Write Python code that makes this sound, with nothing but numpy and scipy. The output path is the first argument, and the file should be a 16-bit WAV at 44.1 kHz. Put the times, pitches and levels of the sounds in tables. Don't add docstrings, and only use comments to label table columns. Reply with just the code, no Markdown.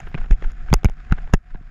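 import sys
import numpy as np
from scipy import signal
from scipy.io import wavfile

SR = 44100
rng = np.random.default_rng(int(sys.argv[2]) if len(sys.argv) > 2 else 0)


def rack_gain(trim_db):
    fader = np.asarray(trim_db, float)
    return 10 ** (fader / 20)


def dump(signal):
    limited = np.clip(np.atleast_2d(signal).T, -1, 1)
    pcm = np.round(limited * 32767).astype(np.int16)
    wavfile.write(sys.argv[1], SR, pcm)


N = 74970

# f/Hz, width/Hz, level/dB
CASE_HIGH = [(5200, 700, -6), (6800, 450, 0)]
SHELL_LOWPASS = signal.butter(6, 7300, fs=SR, output="sos")


def rms_one(x):
    return x / np.sqrt(np.mean(x ** 2) + 1e-20)


def drift(rate_hz):
    r = np.exp(-80 * np.pi * rate_hz / SR)
    settle = 2000
    white = rng.standard_normal(N // 40 + settle + 2)
    slow = signal.lfilter([1], [1, -2 * r, r * r], white)[settle:]
    return np.interp(np.arange(N) / 40, np.arange(len(slow)), rms_one(slow))


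def ring(clicks, f_hz, t60_s):
    r = rack_gain(-60 / (t60_s * SR))
    w = 2 * np.pi * f_hz / SR
    return signal.lfilter([0, np.sin(w)], [1, -2 * r * np.cos(w), r * r], clicks + 1e-18)


def resonate(x, peaks):
    out = 0
    for k, (f_hz, width_hz, db) in enumerate(peaks):
        r = np.exp(-np.pi * width_hz / SR)
        poles = [1, -2 * r * np.cos(2 * np.pi * f_hz / SR), r * r]
        mode = signal.lfilter([1, 0, -1], poles, x + 1e-18) * (1 - r * r) / 2
        out = out + (-1) ** k * rack_gain(db) * mode
    return out


def colour(x, points, patchy_db):
    f_hz, level_db = np.transpose(points)
    together = drift(42.0)
    edges_hz = f_hz[0] * 2 ** np.arange(0, 5.1, .5)
    out = 0
    for k, (low, high) in enumerate(zip(edges_hz, np.minimum(edges_hz[1:], .45 * SR))):
        if low < min(f_hz[-1], .4 * SR):
            db = np.interp(np.log(low * high) / 2, np.log(f_hz), level_db)
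            bandpass = signal.butter(2, [low, high], "band", fs=SR, output="sos")
            band = signal.sosfilt(bandpass, x[k % 2])
            out = out + rack_gain(db + patchy_db * (together + drift(19.0))) * band
    return rms_one(out)


def rubbing():
    # t/s, level/dB
    rub_level = [(0, -51), (.1, -57), (.2, -51), (.28, -56), (.37, -58), (.44, -52), (.51, -53),
                 (.545, -58), (.62, -54), (.72, -53), (.81, -60), (.93, -62), (1.0, -58), (1.18, -54),
                 (1.31, -59), (1.42, -70), (1.5, -61), (1.7, -63)]
    # f/Hz, level/dB
    rub_colour = [(900, -6.5), (1400, 4.5), (2000, -1.5), (3000, -12.5), (4300, -19.5), (7000, -42),
                  (9000, -51), (13000, -54.5)]
    # f/Hz, level/dB per Hz
    sway_colour = [(15, -25), (25, 7), (75, -15), (144, -19.5), (479, -46), (509, -33), (730, -17),
                   (900, -41), (1170, -71), (1980, -120)]
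    grains_per_s, grain_spread_db, grain_share = 2000, 4, .7
    cavity_hz, cavity_width_hz, patchy_db = 728, 55, 1.5
    rub_db, cavity_db, shell_db = 2, -3, -20.5
    sway_db, sway_follows = 25, 0.1

    white = rng.standard_normal((2, N))
    sizes = rack_gain(grain_spread_db * np.minimum(rng.exponential(1, (2, N)), 4))
    sizes = sizes * rng.choice([-1, 1], (2, N))
    grains = rms_one(sizes * (rng.random((2, N)) < grains_per_s / SR))
    source = grain_share * grains + (1 - grain_share) * white

    fabric = colour(source, rub_colour, patchy_db)
    cavity = resonate(source[0], [(cavity_hz, cavity_width_hz, 0)])
    cavity = rms_one(resonate(cavity, [(cavity_hz, 400, 0)])) * rack_gain(patchy_db * drift(15.0))
    shell = rms_one(signal.sosfilt(SHELL_LOWPASS, resonate(source[1], CASE_HIGH)))
    sound = rack_gain(rub_db) * fabric + rack_gain(cavity_db) * cavity + rack_gain(shell_db) * shell

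    t_s, db = np.transpose(rub_level)
    level_db = np.interp(np.arange(N) / SR, t_s, db)
    sway_gain = rack_gain(sway_db + sway_follows * (level_db - db.mean()))
    sway = sway_gain * colour(rng.standard_normal((2, N)), sway_colour, 0.5)
    return rack_gain(level_db) * (sound + sway)


def hiss():
    lowpass = signal.butter(4, 12000, fs=SR, output="sos")
    return rack_gain(-86.5) * signal.sosfilt(lowpass, rng.standard_normal(N))


def hit(t_s, peak_db, treble_db, burst_ms, spot_hz):
    # f/Hz, width/Hz, level/dB
    case_low = [(370, 124.5, 7), (810, 210, 7), (1460, 310, 1.5), (2100, 526, 0), (2668, 394, -3),
                (3866, 1106, -18.5)]
    # f/Hz, width/Hz, level/dB
    case_air = [(9100, 900, -24), (10600, 1000, -18), (13000, 1500, -26), (14900, 600, -27)]
    spot_width_hz, spot_db, wall_cut_hz = 218, 5, 4800
    rise_share, tail_db, tail_s = .25, -24, 0.006
    air_follows = 0.94

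    noise = rng.standard_normal(2000)
    seconds = np.arange(len(noise)) / SR
    t = seconds / (burst_ms / 1000)
    burst = noise * (1 - np.exp(-t / rise_share)) * np.exp(-t - 0.6 * t * t)
    tail = rack_gain(tail_db) * noise * (1 - np.exp(-t)) * np.exp(-seconds / tail_s)

    wall = signal.butter(2, wall_cut_hz, fs=SR, output="sos")
    dull = signal.sosfilt(wall, burst + tail)
    low = resonate(dull, [*case_low, (spot_hz, spot_width_hz, spot_db)])
    shell = signal.sosfilt(SHELL_LOWPASS, resonate(burst, CASE_HIGH))
    treble_db = treble_db - 2
    air = rack_gain(air_follows * treble_db) * resonate(burst, case_air)
    high = (rack_gain(treble_db) * shell + air) / abs(shell).max()

    out = np.zeros(N + len(noise))
    i = int(t_s * SR)
    out[i:i + len(noise)] = rack_gain(peak_db) * (low / abs(low).max() + high)
    return out[:N]


def ticks():
    # t/s, peak level/dB, treble level/dB, burst/ms, spot f/Hz
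    tick_table = [(.0014, -31.5, -10, 2.3, 680), (.0682, -34, -33, 9.5, 1420),
                  (0.115, -41.5, -28, 1.4, 1880), (.175, -30, -26, 11.4, 1580),
                  (.2117, -33.5, -22, 6, 1460), (0.2404, -35, -41, 8.2, 1170),
                  (0.2583, -40, -23, 3.9, 2150), (0.3234, -27, -15.5, 4.6, 700),
                  (0.3324, -33.5, -15, 0.98, 746.1), (.400, -54, -43, 2.6, 1590),
                  (0.518, -39.5, -4.5, 0.48, 1500), (0.683, -33.5, -45, 5.1, 1470),
                  (0.7005, -34.5, -18, 3.3, 2530), (0.832, -33.5, -23, 1.7, 2100),
                  (0.8845, -34.5, -37, 3.9, 1789), (1.0667, -49, -38, 2, 1540),
                  (1.096, -38.5, -30, 8.4, 1621), (1.1762, -35.5, -35, 1.8, 1680),
                  (1.181, -32.5, -39.5, 7, 1590), (1.274, -36.5, -48.5, 3.3, 1560),
                  (1.2949, -40, -34, 2.7, 1290), (1.326, -38.5, -16, 7.1, 2076),
                  (1.5454, -34.5, -50.5, 1, 1030), (1.555, -38, -39, 3.1, 1597)]
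    return sum(hit(t_s, db + 2, treble_db, ms, f_hz) for t_s, db, treble_db, ms, f_hz in tick_table)


def jolts():
    # t/s, peak level/dB, length/ms
    shove_table = [(0.032, -18.5, 9.4), (0.183, -7, 11.6), (0.31, 1, 5.67), (0.441, -4.5, 10),
                   (0.59, -16.5, 9.3), (0.67, -12, 10.8), (0.745, -6.5, 5.3), (.852, -4.5, 2.7),
                   (0.891, -14, 8.3), (1.131, -18, 6.7), (1.335, -5, 4.15), (1.345, -15, 4.43),
                   (1.612, -65, 0.833)]
    # t/s, peak level/dB, length/ms
    pull_table = [
        (0.716, -9, 2),
        (1.11, -7.5, 4.64),
        (1.216, -12, 14.7),
        (1.523, -15.5, 10),
    ]
    t = np.arange(N) / SR
    out = np.zeros(N)
    for sign, table in ((1, shove_table), (-1, pull_table)):
        for t_s, db, ms in table:
            width_s = max(ms, 1) / 1000
            out += sign * rack_gain(db + 6) * np.exp(-.5 * ((t - t_s) / width_s - 1.5) ** 2)
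    return out


def clinks():
    # t/s, level/dB, f/Hz, t60/s
    clink_table = [
        (.068, -70, 10200, .03),
        (.084, -67.5, 11400, .09),
        (0.083, -69, 10740, 0.03955),
        (.084, -74, 12500, 0.052),
    ]
    out = np.zeros(N)
    for t_s, db, f_hz, t60_s in clink_table:
        click = rack_gain(db) * (np.arange(N) == int(t_s * SR))
        out += ring(click, f_hz, t60_s)
    return out


def knocks():
    # t/s, peak level/dB, treble level/dB, burst/ms, spot f/Hz
    knock_table = [(0.1435, -23, -47, 1.11, 1160), (0.1492, -23, -45, 1.1, 2440),
                   (0.3078, -22.5, -14.5, 5.4, 660), (0.4213, -29, -26, 5.1, 1777),
                   (.4394, -32, -22, 9, 1570), (0.728, -7, -24, 2.3, 1500), (.738, -7.5, -2, 2.52, 2100),
                   (0.8451, -12, -8, 1.21, 2222), (0.8543, -15.5, -20, 1.75, 2400),
                   (0.8965, -30.5, -9.5, 1.6, 2390), (1.1116, -27.5, -34, 3.5, 1730),
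                   (1.1229, -6, -26.5, 1.1, 1460), (1.3359, -6, -12.5, 3.84, 1614),
                   (1.3415, -22.5, -21, 4.6, 1660), (1.3485, -37, -4, 1.4, 1800)]
    # t/s, peak level/dB
    thump_table = [(0.145, -16.5), (0.152, -20), (0.308, -13.5), (0.422, -30), (.729, -0.5), (.845, -6.5),
                   (.855, -10), (.890, -28), (1.122, -4), (1.337, -0.5), (1.55, -27.5), (1.611, -33.5)]
    thump_hz, thump_t60_s, thump_db = 157.3, 0.024, 4.5

    rattle = sum(hit(t_s, db + 2, treble_db, ms, f_hz) for t_s, db, treble_db, ms, f_hz in knock_table)
    push = np.zeros(N)
    for t_s, db in thump_table:
        push[int(t_s * SR)] += rack_gain(db + thump_db)
    soft = signal.sosfilt(signal.butter(2, 450, fs=SR, output="sos"), push)
    return rattle + ring(soft, thump_hz, thump_t60_s)


def scene():
    return (rubbing() + hiss() + ticks() + jolts() + clinks() + knocks())[None]


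def top_cut(x):
    return signal.sosfilt(signal.butter(12, 16330, fs=SR, output="sos"), x)


def record(dry):
    clip_top = 1.25
    x = signal.sosfilt(signal.butter(2, 26, "high", fs=SR, output="sos"), dry)
    x = clip_top * np.tanh(x / clip_top)
    x = signal.sosfilt(signal.cheby2(10, 60, 16300, fs=SR, output="sos"), x)
    return top_cut(x)


dry = scene()
out = record(dry)
dump(out)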